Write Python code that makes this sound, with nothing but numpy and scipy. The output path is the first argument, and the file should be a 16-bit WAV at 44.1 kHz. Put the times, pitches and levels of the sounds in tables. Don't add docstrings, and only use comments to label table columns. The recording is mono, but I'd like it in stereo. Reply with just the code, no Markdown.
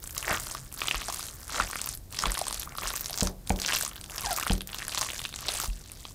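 import sys
import numpy as np
from scipy import signal
from scipy.fft import rfft, irfft
from scipy.io import wavfile
from scipy.ndimage import uniform_filter1d

SR = 44100
rng = np.random.default_rng(int(sys.argv[2]) if len(sys.argv) > 2 else 0)


def wav_record(signal):
    frames = np.transpose(np.atleast_2d(signal))
    bounded = np.clip(frames, -1, 1)
    quanta = np.round(bounded * 32767).astype(np.int16)
    wavfile.write(sys.argv[1], SR, quanta)


N = 270856

# f/Hz, relative level/dB
ROOM_SPECTRUM = [(15, -34), (25, -3.5), (59, 3.5), (130, -5), (200, -7), (405, -15.5), (700, -20),
                 (1200, -29), (2500, -31), (5000, -28), (9000, -31), (13000, -26.5), (16000, -29)]
# start t/s, end t/s,
# relative crackle level/dB, brightness/(dB per octave), relative squelch level/dB,
# small pops/(per s), their level/dB
TURNS = [(0.0, 0.14, -58, 25, -50.5, 21.5, -32.5), (0.149, 0.593, -44.5, 0, -39.5, 38.4, -29.5),
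         (0.602, 0.81, -57, 2, -52, 23.7, -38), (0.779, 1.295, -42.5, -4.5, -40.5, 47.5, -25.5),
         (1.299, 1.505, -54.5, 2.5, -47.5, 25.8, -31), (1.487, 1.944, -43, -4.5, -42.5, 34.8, -26.5),
         (2.12, 2.634, -43, -6, -42.5, 60, -26), (2.642, 2.77, -66.5, 12, -42, 25.4, -30),
         (2.782, 2.999, -47.5, -6.5, -52, 57, -23), (3.0, 3.291, -45.5, -4, -42, 47, -38),
         (3.464, 3.602, -54.5, 3, -47, 26, -25), (3.603, 3.89, -42.5, -11, -46, 53.5, -24.5),
         (3.892, 4.136, -59.5, 1, -46.5, 26, -29), (4.119, 4.568, -45.5, -4.5, -38, 55, -27),
         (4.683, 4.943, -48, -5.5, -41.5, 44, -28), (4.919, 5.27, -44.5, -3.5, -47, 58.4, -22.5),
         (5.27, 5.477, -51.5, -7, -54.5, 46, -29.5), (5.482, 5.674, -37, -5.5, -36, 55, -26.5),
         (5.7, 6.126, -53, -6, -55, 20.3, -34.5)]
# middle t/s, half length/s,
# relative crackle level/dB, brightness/(dB per octave), relative squelch level/dB
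SQUEEZES = [(0.318, 0.046, -37, -8, -20), (0.97, 0.044, -54, -6, -44), (1.594, 0.051, -40.5, -10.5, -24.5),
            (2.256, 0.036, -44.5, -3, -28), (2.867, 0.054, -42, 2, -31), (3.26, 0.033, -46, 1, -41),
            (3.715, 0.079, -36, -2, -35.5), (4.34, 0.05, -42, 0, -38), (5.003, 0.073, -41.5, -4, -36.5),
            (5.48, 0.079, -47, -1.5, -37)]
# f/Hz, relative level/dB
CRACKLE_SPECTRUM = [(1060, -34), (1800, -10), (1920, -11.5), (2670, -2.5), (3840, 2.5), (8130, 11.5),
                    (14100, -4.5), (16000, 12.5)]
# t/s, f/Hz, level/dB, body f/Hz, body level/dB, snap level/dB
LOUD_POPS = [(0.0408, 8900, -24, 1430, -46, -33), (0.0749, 8300, -23, 1810.0, -43.0, -25.0),
             (0.1084, 8230.0, -20, 1800.0, -42, -30), (0.1539, 8990.0, -34, 1500.0, -52.0, -27),
             (0.1667, 3400, -24.5, 1230, -35, -48), (0.1798, 6830.0, -8, 1170, -39.5, -15.0),
             (0.2279, 2570.0, -21.5, 1310.0, -33, -23), (0.2469, 2070, -26, 1890, -28, -45),
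             (0.2806, 1850.0, -16, 1900, -24, -19), (0.3106, 2280, -16, 610, -24.5, -34),
             (0.3287, 8910.0, -26, 1250, -24.0, -17), (0.3466, 2940, -19.5, 1420, -28, -42),
             (0.3735, 2850, -22, 1370, -28, -45), (0.3991, 7020.0, -19, 1320.0, -33, -27.0),
             (0.4473, 8700.0, -30, 1270.0, -50, -32), (0.4694, 5230.0, -23, 1280.0, -34, -24),
             (0.513, 5440.0, -22, 1070, -35.0, -29.0), (0.5501, 4870.0, -21.5, 1130.0, -25.5, -28),
             (0.7261, 8990.0, -23, 1250.0, -45, -27), (0.7415, 8990.0, -26, 1260.0, -50, -25),
             (0.7461, 8990.0, -30.0, 1250.0, -51, -30.0), (0.7758, 3960, -29, 1250, -40, -48),
             (0.8058, 7350, -19.0, 1210.0, -44, -40.0), (0.8179, 2600, -15.0, 1240, -26, -41),
             (0.8331, 2730, -26, 1280, -31, -41), (0.8576, 2160, -24, 1890, -36, -45),
             (0.873, 7000, -14, 1280.0, -34, -42), (0.8843, 3220, -8.5, 1370.0, -24.0, -35),
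             (0.912, 2470, -10.0, 1210.0, -27, -23), (0.9452, 2440.0, -13.5, 1300.0, -24, -38),
             (0.9515, 4170.0, -18, 1290.0, -31.0, -31.0), (0.9562, 2720, -24, 1800, -31, -42),
             (1.0176, 2150, -20.5, 1270, -32, -31.0), (1.0291, 3100, -27, 1180, -45, -38),
             (1.084, 6560, -18.0, 1150, -25.0, -26), (1.088, 5210, -23, 750, -30, -38),
             (1.1001, 6150.0, -17.0, 1110, -26, -23), (1.1257, 5790.0, -17, 1040.0, -35, -19),
             (1.1448, 8230, -13, 1260.0, -36.0, -28), (1.1618, 5245, -20, 1270.0, -42.0, -31.0),
             (1.1725, 6980.0, -22.0, 1220.0, -43.0, -32.0), (1.1939, 8620.0, -30, 1300, -33, -19.0),
             (1.2082, 4540, -22.5, 810.0, -51, -39.0), (1.2288, 6170.0, -19.0, 1250.0, -49, -37.0),
             (1.4803, 8990.0, -30, 1220.0, -46.0, -29.0), (1.4961, 2370, -30, 1370, -31, -44),
             (1.5268, 5990.0, -29, 1300.0, -37, -30), (1.5458, 1850, -27, 1380, -26, -39),
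             (1.5624, 4900, -24, 1260, -27, -41), (1.5825, 1850, -25, 1320, -23, -40),
             (1.6003, 1860, -24, 1360, -10, -28), (1.6086, 2640.0, -19, 1230.0, -25, -33.0),
             (1.6226, 1870, -24, 1790.0, -32, -31.0), (1.7012, 6870.0, -23, 1170, -31, -38.0),
             (1.7124, 6740.0, -21, 1270, -38, -22), (1.732, 1850.0, -21, 1490, -29, -26),
             (1.7577, 1880, -18, 1370, -26, -19), (1.7937, 2480, -27, 1400, -32, -40),
             (1.816, 7750, -8, 1300, -39, -21), (1.8423, 5290, -23, 1310.0, -35.0, -29),
             (1.8604, 7100, -21, 1130.0, -38, -12.5), (1.8731, 2800.0, -24, 1380.0, -30.0, -26),
             (1.8902, 8040.0, -22, 1460.0, -41.0, -18), (1.9412, 4560, -29, 1170.0, -50, -28),
             (1.9514, 8760.0, -26, 1890.0, -55, -19), (1.9748, 8990.0, -29, 1040.0, -62.0, -31),
             (2.1364, 7030, -33, 1140, -38, -46), (2.19, 5300, -9, 1892, -25, -22),
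             (2.2003, 4900, -17, 1220, -38.0, -36), (2.2236, 6020.0, -13, 1367, -42, -38.0),
             (2.2372, 6900, -18, 1290, -18, -30), (2.2576, 3100, -11.5, 1210.0, -18.5, -25.0),
             (2.266, 2400.0, -24.0, 1200, -37, -25.0), (2.3005, 1850, -27, 1900, -35, -37),
             (2.3072, 1916, -28, 1142, -39, -23), (2.3194, 7310.0, -13, 1250.0, -30, -13),
             (2.3429, 8990.0, -17, 1340.0, -34.0, -23.0), (2.352, 3400.0, -18.5, 1778, -27, -28),
             (2.3738, 1850, -26, 1250, -27, -27), (2.3789, 4890, -17, 1132, -28, -19),
             (2.3912, 8010.0, -17, 810.0, -35.0, -14), (2.4144, 4960, -17.5, 710, -26.5, -20),
             (2.4683, 4450.0, -21.0, 1140, -28, -23), (2.4827, 4575, -19, 1170, -30.5, -11),
             (2.5095, 4810.0, -23, 1120.0, -29, -21), (2.5273, 4670.0, -16.5, 1126, -33, -16),
             (2.5446, 7000, -13.5, 754, -40, -18), (2.5746, 6740, -32, 1030.0, -56, -29),
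             (2.5979, 7860, -34, 1291, -50, -13), (2.6214, 6740.0, -18, 1140.0, -41, -34),
             (2.6337, 8990.0, -29.0, 1210.0, -43.0, -26.0), (2.6743, 1843, -42, 1220, -31, -51),
             (2.7523, 4460.0, -31.0, 1254, -34.0, -31), (2.7763, 8990.0, -37.0, 1870.0, -51.0, -20),
             (2.7842, 3840, -18.5, 1250.0, -23, -28), (2.8206, 1850, -31, 1230, -31, -38),
             (2.8353, 1855, -23, 1300.0, -24, -35.0), (2.8571, 1880, -23, 1250, -36, -29.0),
             (2.8737, 6490, -13, 1280.0, -32.0, -26), (2.9001, 6240.0, -24.0, 1420.0, -38, -22),
             (2.9042, 4270, -18, 1339, -26, -29), (2.9303, 8300.0, -22, 1170.0, -47, -25.0),
             (2.9396, 1850, -24, 1180, -28, -43), (2.957, 6840.0, -14, 1890.0, -40.0, -25),
             (2.9622, 6890.0, -17, 1340.0, -37, -21.0), (2.9721, 5850.0, -21, 1890.0, -34, -24.0),
             (2.9781, 5600.0, -28, 1170.0, -44.0, -19), (2.9954, 8900, -26, 1796, -44, -22),
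             (3.0094, 8690.0, -22.0, 1250.0, -39, -11.5), (3.0156, 5450.0, -23.0, 1110.0, -45, -25.0),
             (3.0445, 5170, -20, 1230.0, -48, -24.0), (3.0595, 5840, -12.5, 1200.0, -55, -24),
             (3.0675, 7670.0, -29.0, 656, -51, -27.0), (3.0833, 6920.0, -26, 1710.0, -49, -33.0),
             (3.0971, 4810.0, -21, 712, -34, -23), (3.1076, 3500.0, -29, 670.0, -39, -19),
             (3.131, 5020, -21, 1220.0, -40, -35.0), (3.142, 4640.0, -18, 1670.0, -31, -33),
             (3.1605, 6370, -31, 810.0, -43.0, -21), (3.1763, 6200.0, -12, 1210.0, -34, -15),
             (3.1862, 6260.0, -12, 1240.0, -38, -28.0), (3.1966, 5290.0, -19, 775, -35, -32.0),
             (3.2082, 6220.0, -5, 1420, -32, -29), (3.2136, 3730, -16, 1480, -26, -32),
             (3.2316, 7480.0, -7.5, 810.0, -27.0, -33), (3.2726, 5600, -11, 1200.0, -26.5, -21),
             (3.4962, 7190, -10, 1660.0, -42, -25), (3.5042, 2206, -15.5, 797, -17.5, -32),
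             (3.6, 5290.0, -17, 1563, -35.0, -22), (3.6181, 5500, -11.5, 660.0, -45, -24.0),
             (3.6488, 2830.0, -13.5, 1680, -28, -34.0), (3.6624, 5400, -8, 1680.0, -33, -33.0),
             (3.6834, 5000.0, -13, 1710.0, -22, -29.0), (3.6885, 2920, -16, 1540, -27, -25),
             (3.6953, 1980, -19, 1680, -29, -23.0), (3.7027, 1850.0, -22, 1630, -24, -33.0),
             (3.7087, 7200.0, -19, 1040, -30.0, -25.0), (3.7235, 2700, -15.0, 1090, -25, -33.0),
             (3.7345, 3190.0, -13, 1120, -25, -29.0), (3.7393, 6060.0, -14, 1710.0, -26, -16),
             (3.7449, 5420, -15, 1072, -29, -20), (3.75, 5250.0, -7, 1570.0, -21, -29.0),
             (3.7615, 8400.0, -9, 1080.0, -36, -10), (3.7663, 2760, -17, 1610.0, -31, -30.0),
             (3.7868, 6590, -19, 1650.0, -35, -14), (3.8111, 8990.0, -14, 1660, -25.5, -16),
             (3.8256, 7250.0, -7.5, 1200.0, -38.0, -31.0), (3.8344, 8990.0, -24, 747, -30.0, -18.0),
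             (3.8506, 6800.0, -9.5, 1110.0, -33.0, -24), (3.8629, 6530, -17, 1100.0, -31, -32.0),
             (3.8784, 8690.0, -28.0, 1250.0, -39.0, -21), (3.8941, 6830, -28, 1260.0, -39.0, -23.5),
             (3.9337, 3540, -31, 1890, -46.0, -31), (3.9645, 3380, -27.5, 1656, -40, -26),
             (4.0127, 4600, -26.5, 1070.0, -52, -26), (4.0412, 3480, -28, 1640.0, -45.0, -28),
             (4.1083, 7800, -23, 720.0, -46, -29), (4.1609, 6670, -26, 940.0, -45.0, -20.5),
             (4.1812, 4910, -14, 1158, -32, -22.5), (4.2092, 8650, -21, 1090.0, -40.0, -19),
             (4.2179, 5720.0, -22, 1263, -38, -24.0), (4.2524, 5960, -17.0, 920.0, -34, -22),
             (4.2613, 5240.0, -11.5, 790.0, -29.5, -33), (4.2691, 3170.0, -24, 770, -28, -34),
             (4.3085, 3740.0, -18, 750, -30, -20), (4.3166, 4860, -15, 710, -30.5, -36.0),
             (4.33, 8990.0, -12, 670.0, -31, -22), (4.364, 6720, -13, 1896, -32, -15.5),
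             (4.3719, 7500.0, -20.0, 1290.0, -37, -22), (4.3771, 1900, -21, 1370, -32, -19),
             (4.385, 1850, -28, 1194, -25.5, -42), (4.3987, 7780.0, -10, 1310.0, -32, -28),
             (4.4117, 1880, -23, 1830, -31, -30), (4.4281, 2760, -17, 1320.0, -28, -21),
             (4.4339, 7070.0, -16, 1280, -25, -30.0), (4.4671, 1860, -21, 1330, -23, -20),
             (4.4732, 1850.0, -21, 1372, -33, -18), (4.48, 3865, -17.0, 1460.0, -35, -20),
             (4.4979, 2890.0, -13.0, 1780.0, -24, -40.0), (4.5095, 2800, -19, 815, -27.5, -21),
             (4.5199, 4630.0, -14, 1000, -39, -25), (4.5342, 8140.0, -18, 1383, -43, -23),
             (4.5804, 4750, -26.5, 1100.0, -50, -26), (4.6083, 3350, -19.5, 1670, -36, -28),
             (4.6183, 3240.0, -31.0, 1130.0, -50, -25), (4.6741, 8770, -18.5, 1287, -49, -20),
             (4.7009, 3260.0, -30.5, 1713, -46, -29), (4.7316, 2730, -26, 1760, -39, -35.0),
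             (4.746, 3270, -19, 1180.0, -37, -18), (4.7865, 5300, -16, 880.0, -46, -35),
             (4.794, 2890, -26.0, 1790.0, -36.0, -27), (4.8029, 1900, -29, 1810, -39, -38),
             (4.8214, 1860, -27, 1770.0, -39, -48.0), (4.828, 3070, -23.5, 1230.0, -37.0, -34),
             (4.8509, 6740, -22.0, 1735, -34, -32.0), (4.8815, 8990.0, -17.5, 1730, -29, -20),
             (4.895, 4646, -20, 1200.0, -40.0, -42.0), (4.9206, 4574, -23, 1796, -41.0, -30),
             (4.9481, 7000, -11, 1222, -27.5, -31.0), (4.976, 3630.0, -13, 1120, -27.0, -32.0),
             (4.9805, 6580, -10, 1080.0, -26.0, -29.0), (4.9931, 8720.0, -22, 1315, -41.0, -21),
             (5.0124, 6800, -6, 1120, -26, -26.0), (5.0175, 5820, -9, 1060.0, -23.0, -29),
             (5.0288, 2787, -17, 1020, -29, -21), (5.0631, 2560, -22, 1080, -27.5, -39),
             (5.1031, 2665, -18.5, 660.0, -45, -35.0), (5.1101, 2754, -25, 700.0, -43, -31),
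             (5.1326, 2520, -26.5, 668, -42, -39), (5.1549, 2380, -29, 1890, -50, -30),
             (5.181, 5540, -20, 1262, -47, -33), (5.2024, 3120, -31, 1340, -36, -28),
             (5.244, 3190, -27, 1280, -46, -42), (5.2523, 3150.0, -13.0, 1897, -26, -39),
             (5.3407, 3660.0, -22, 1250.0, -31.5, -32.0), (5.361, 6874, -16, 1503, -40, -43),
             (5.3898, 5000, -23, 1230.0, -36.0, -38.0), (5.4075, 7500.0, -23, 1264, -49.0, -24),
             (5.4848, 4550.0, -9.5, 760.0, -34, -26.0), (5.4897, 3370, -11.5, 680.0, -33.5, -31.0),
             (5.5397, 8320.0, -22, 1370.0, -36, -21), (5.5495, 4090, -22, 790.0, -36, -30.0),
             (5.5872, 8040, -23, 1100.0, -34.0, -28), (5.6014, 7820.0, -8, 1340, -24, -18),
             (5.6173, 5890, -18, 873, -41.0, -19.0), (5.6369, 7620.0, -20.0, 910, -33, -25.0),
             (5.6434, 4500, -19, 1320.0, -29, -23.0), (5.658, 5700.0, -23.0, 1105, -34, -21),
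             (5.9185, 9000, -25, 1290.0, -47, -29), (6.0525, 3016, -22.0, 1097, -32.5, -44.0),
             (6.0672, 6120.0, -31, 1266, -57.0, -45.0), (6.1092, 8300, -32, 1100.0, -49, -38)]
# t/s, blow level/dB, contact time/s
KNOCKS = [(0.31, -20.5, 0.005), (1.599, -26.5, 0.0039), (2.237, -30, 0.00076), (2.268, -25.5, 0.00037),
          (2.415, -53, 0.0019), (3.2242, -13, 0.0011), (3.5031, -12, 0.0012), (4.24, -36, 0.0011),
          (4.503, -10.5, 0.0021), (5.682, -28, 0.0049)]
# f/Hz, relative level/dB, time to fade by 60 dB/s
TABLE_NOTES = [(81.3, -13, 0.23), (133, -29, 0.28), (195, -4.5, 0.031), (188.7, -21, 0.51),
               (267, -7.5, 0.026), (480, -8.5, 0.044), (790, -35, 0.028), (1080, -20, 0.058)]
# t/s, level/dB
SWAYS = [(0.94, -31), (1.6077, -30), (2.2635, -23.5), (2.843, -33), (3.2355, -26), (3.5089, -25),
         (4.244, -32.5), (4.5, -19.5), (5.6774, -23.5)]
# t/s, f/Hz, relative level/dB
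SQUEAK_CURVE = [(4.232, 1250, -41), (4.243, 1048, -24), (4.255, 878, -30), (4.264, 790, -27),
                (4.281, 801, -27), (4.293, 962, -30), (4.305, 821, -27), (4.317, 710, -21),
                (4.335, 650, -29), (4.348, 647, -46)]
# multiple of its pitch, relative level/dB
SQUEAK_HARMONICS = [(1, -10), (2, -16.5), (3, -25)]


def from_db(db):
    return 10 ** (np.asarray(db) / 20)


def rms_one(x):
    return x / np.sqrt(np.mean(x ** 2) + 1e-20)


def level_at(spectrum, hz):
    row_hz, row_db = np.transpose(spectrum)
    return np.interp(np.log(hz), np.log(row_hz), row_db)


def ring(force, hz, t60):
    decay, angle = from_db(-60 / (t60 * SR)), 2 * np.pi * hz / SR
    return signal.lfilter([0, np.sin(angle)], [1, -2 * decay * np.cos(angle), decay ** 2], force + 1e-18)


def burst(hz, cycles, t):
    age = t * hz / cycles * 6
    return age * np.exp(1 - age) * np.cos(2 * np.pi * hz * t)


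def grains(pitches, levels_db, per_s, spread_db, smear_db, cycles):
    sizes = from_db(spread_db * np.minimum(rng.exponential(1, N), 2)) * rng.choice([-1, 1], N)
    clicks = sizes * (rng.random(N) < per_s / SR) + from_db(smear_db) * rng.standard_normal(N)
    which_pitch = rng.integers(0, len(pitches), N)
    sound = np.zeros(N)
    for k, (hz, db) in enumerate(zip(pitches, levels_db)):
        t = np.arange(round(2 * cycles * SR / hz)) / SR
        sound += signal.oaconvolve(from_db(db) * clicks * (which_pitch == k), burst(hz, cycles, t))[:N]
    return rms_one(sound)


def room_noise(level_db=-51):
    hz = np.maximum(np.fft.rfftfreq(N, 1 / SR), 1)
    colour = from_db(level_at(ROOM_SPECTRUM, hz)) * (hz > 18)
    return from_db(level_db) * rms_one(irfft(rfft(rng.standard_normal(N)) * colour, N))


def table_rumble(level_db=-48, swing_db=1):
    unsteady = rms_one(uniform_filter1d(uniform_filter1d(rng.standard_normal(N), 3000), 3000))
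    shake = rng.standard_normal(N)
    legs = ring(shake, hz=42.2, t60=0.063)
    legs += from_db(-13.5) * ring(shake, hz=91, t60=0.15)
    legs += from_db(-17.5) * ring(shake, hz=128, t60=0.27)
    return from_db(level_db + swing_db * unsteady) * rms_one(legs)


def stirring(rise_s=0.052, fall_s=0.056):
    t = np.arange(N) / SR
    moves = []
    for start, end, *levels, _, _ in TURNS:
        shape = np.clip(np.minimum((t - start) / rise_s, (end - t) / fall_s) + .5, 0, 1)
        moves.append((shape, *levels))
    for middle, half_s, *levels in SQUEEZES:
        moves.append((np.exp(-((t - middle) / half_s) ** 2), *levels))
    crackle_gain, squelch_gain, brightness = from_db(-69.5), from_db(-64), 0
    for shape, crackle_db, tilt, squelch_db in moves:
        crackle_gain += from_db(crackle_db) * shape
        squelch_gain += from_db(squelch_db) * shape
        brightness += tilt * shape
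    return crackle_gain, squelch_gain, brightness


def crackle(gain, brightness):
    pitches = np.geomspace(1900, 15500, 14)
    tilt = np.clip(brightness, -9, 9)
    levels_db = [level_at(CRACKLE_SPECTRUM, hz) + 20 * np.log10(hz) + tilt * np.log2(hz / 6000)
                 for hz in pitches]
    films = grains(pitches, levels_db, per_s=2500, spread_db=14.2, smear_db=-5, cycles=4.8)
    return from_db(1.33) * gain * films


def squelch(gain, air_hz=1374, air_width_hz=170, hollow_hz=545, hollow_width_hz=235):
    pitches = np.geomspace(280, 2000, 11)
    air_db = 7 / (1 + ((pitches - air_hz) / air_width_hz) ** 2)
    hollow_db = 6 / (1 + ((pitches - hollow_hz) / hollow_width_hz) ** 2)
    levels_db = 8.24 * np.log2(pitches / 1000) + air_db + hollow_db
    pockets = grains(pitches, levels_db, per_s=600, spread_db=1.5, smear_db=-27, cycles=5)
    return from_db(-11.5) * gain * pockets


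def small_pops(most=60):
    rows = []
    for start, end, *_, per_s, level_db in TURNS:
        place, pitch, body = rng.random((3, most))
        size, body_size, snap_size = rng.standard_normal((3, most))
        times = start + (np.arange(most) + place) / per_s
        hz, body_hz = 2500 * 3.6 ** pitch, 1000 * 2.12 ** body
        db = level_db + size
        body_db, snap_db = db - 21 + 6 * body_size, db - 10 + 6 * snap_size
        rows += list(np.transpose([times, hz, db, body_hz, body_db, snap_db])[times < end])
    return rows


def pops(tear_t60=0.013):
    length, lead = 640, 70
    t = np.arange(length) / SR
    tear_shape = from_db(np.where(t < lead / SR, -20, -13 - 60 * (t - lead / SR) / tear_t60))
    sound = np.zeros(lead + N + length)
    for s, hz, db, body_hz, body_db, snap_db in list(LOUD_POPS) + small_pops():
        direction, snap_pitch = rng.standard_normal(2)
        snap_hz = np.clip(11000 * from_db(1.73 * snap_pitch), 8500, 15000)
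        pop = from_db(db) * burst(hz, 3.12, t)
        pop += from_db(body_db) * burst(body_hz, 5.45, t)
        pop += from_db(snap_db) * burst(snap_hz, 6.5, t)
        noise = rng.standard_normal(length)
        clicks = noise * (np.abs(noise) > 2.3) * tear_shape
        clicks[lead] = np.sign(direction)
        start = round((s - .0003) * SR)
        sound[start:start + length] += np.convolve(clicks, pop[:260])[:length]
    return sound[lead:lead + N]


def bowl_ring(sound, tail_db=-37.5, tail_t60=0.14):
    t = np.arange(SR // 4) / SR
    echo = from_db(tail_db - 60 * t / tail_t60) * rng.standard_normal(len(t)) * (t > .001)
    echo[0] = 1
    return signal.fftconvolve(sound, echo)[:N] + from_db(-48.5) * ring(sound, hz=1230, t60=0.05)


def spoon_thumps(wood_db=-16, wood_t60=0.36):
    force, t = np.zeros(N), np.arange(SR // 4) / SR
    for s, db, contact_s in KNOCKS:
        push = np.hanning(round(contact_s * SR) + 2)
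        start = round(s * SR)
        force[start:start + len(push)] += from_db(db) * push / push.sum()
    notes = sum(from_db(db) * ring(force, hz, t60) for hz, db, t60 in TABLE_NOTES)
    band = signal.butter(2, [100, 900], "band", fs=SR, output="sos")
    wood = rms_one(signal.sosfilt(band, rng.standard_normal(len(t))))
    return notes + signal.oaconvolve(force, wood * from_db(wood_db - 60 * t / wood_t60))[:N]


def table_sway():
    pushes = np.zeros(N)
    for s, db in SWAYS:
        pushes[round(s * SR)] = -from_db(db)
    return signal.oaconvolve(pushes, burst(hz=42.2, cycles=4.44, t=np.arange(SR // 4) / SR))[:N]


def air_squeak(fade_s=0.0068):
    t = np.arange(N) / SR
    times, *curves = np.transpose(SQUEAK_CURVE)
    hz, level_db = (np.interp(t, times, curve) for curve in curves)
    fade = np.clip(np.minimum(t - times[0], times[-1] - t) / fade_s, 0, 1)
    flutter, waver = (rms_one(uniform_filter1d(rng.standard_normal(N), 200)) for _ in range(2))
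    phase = 2 * np.pi * np.cumsum(hz * (1 + .035 * waver)) / SR
    tone = sum(from_db(db) * np.sin(k * phase) for k, db in SQUEAK_HARMONICS)
    return np.sqrt(2) * fade * from_db(level_db + 1.55 * flutter) * tone


def scene():
    crackle_gain, squelch_gain, brightness = stirring()
    mash = pops() + crackle(crackle_gain, brightness) + squelch(squelch_gain) + air_squeak()
    mono = bowl_ring(mash) + table_rumble() + spoon_thumps() + table_sway() + room_noise()
    return np.stack([mono, mono])


def record(dry, lowest_hz=24, ceiling=0.38, highest_hz=16600):
    picked_up = signal.sosfilt(signal.butter(2, lowest_hz, "high", fs=SR, output="sos"), dry)
    rounded = ceiling * np.tanh(picked_up / ceiling)
    return signal.sosfilt(signal.cheby2(14, 75, highest_hz, fs=SR, output="sos"), rounded)


dry = scene()
out = record(dry)
wav_record(out)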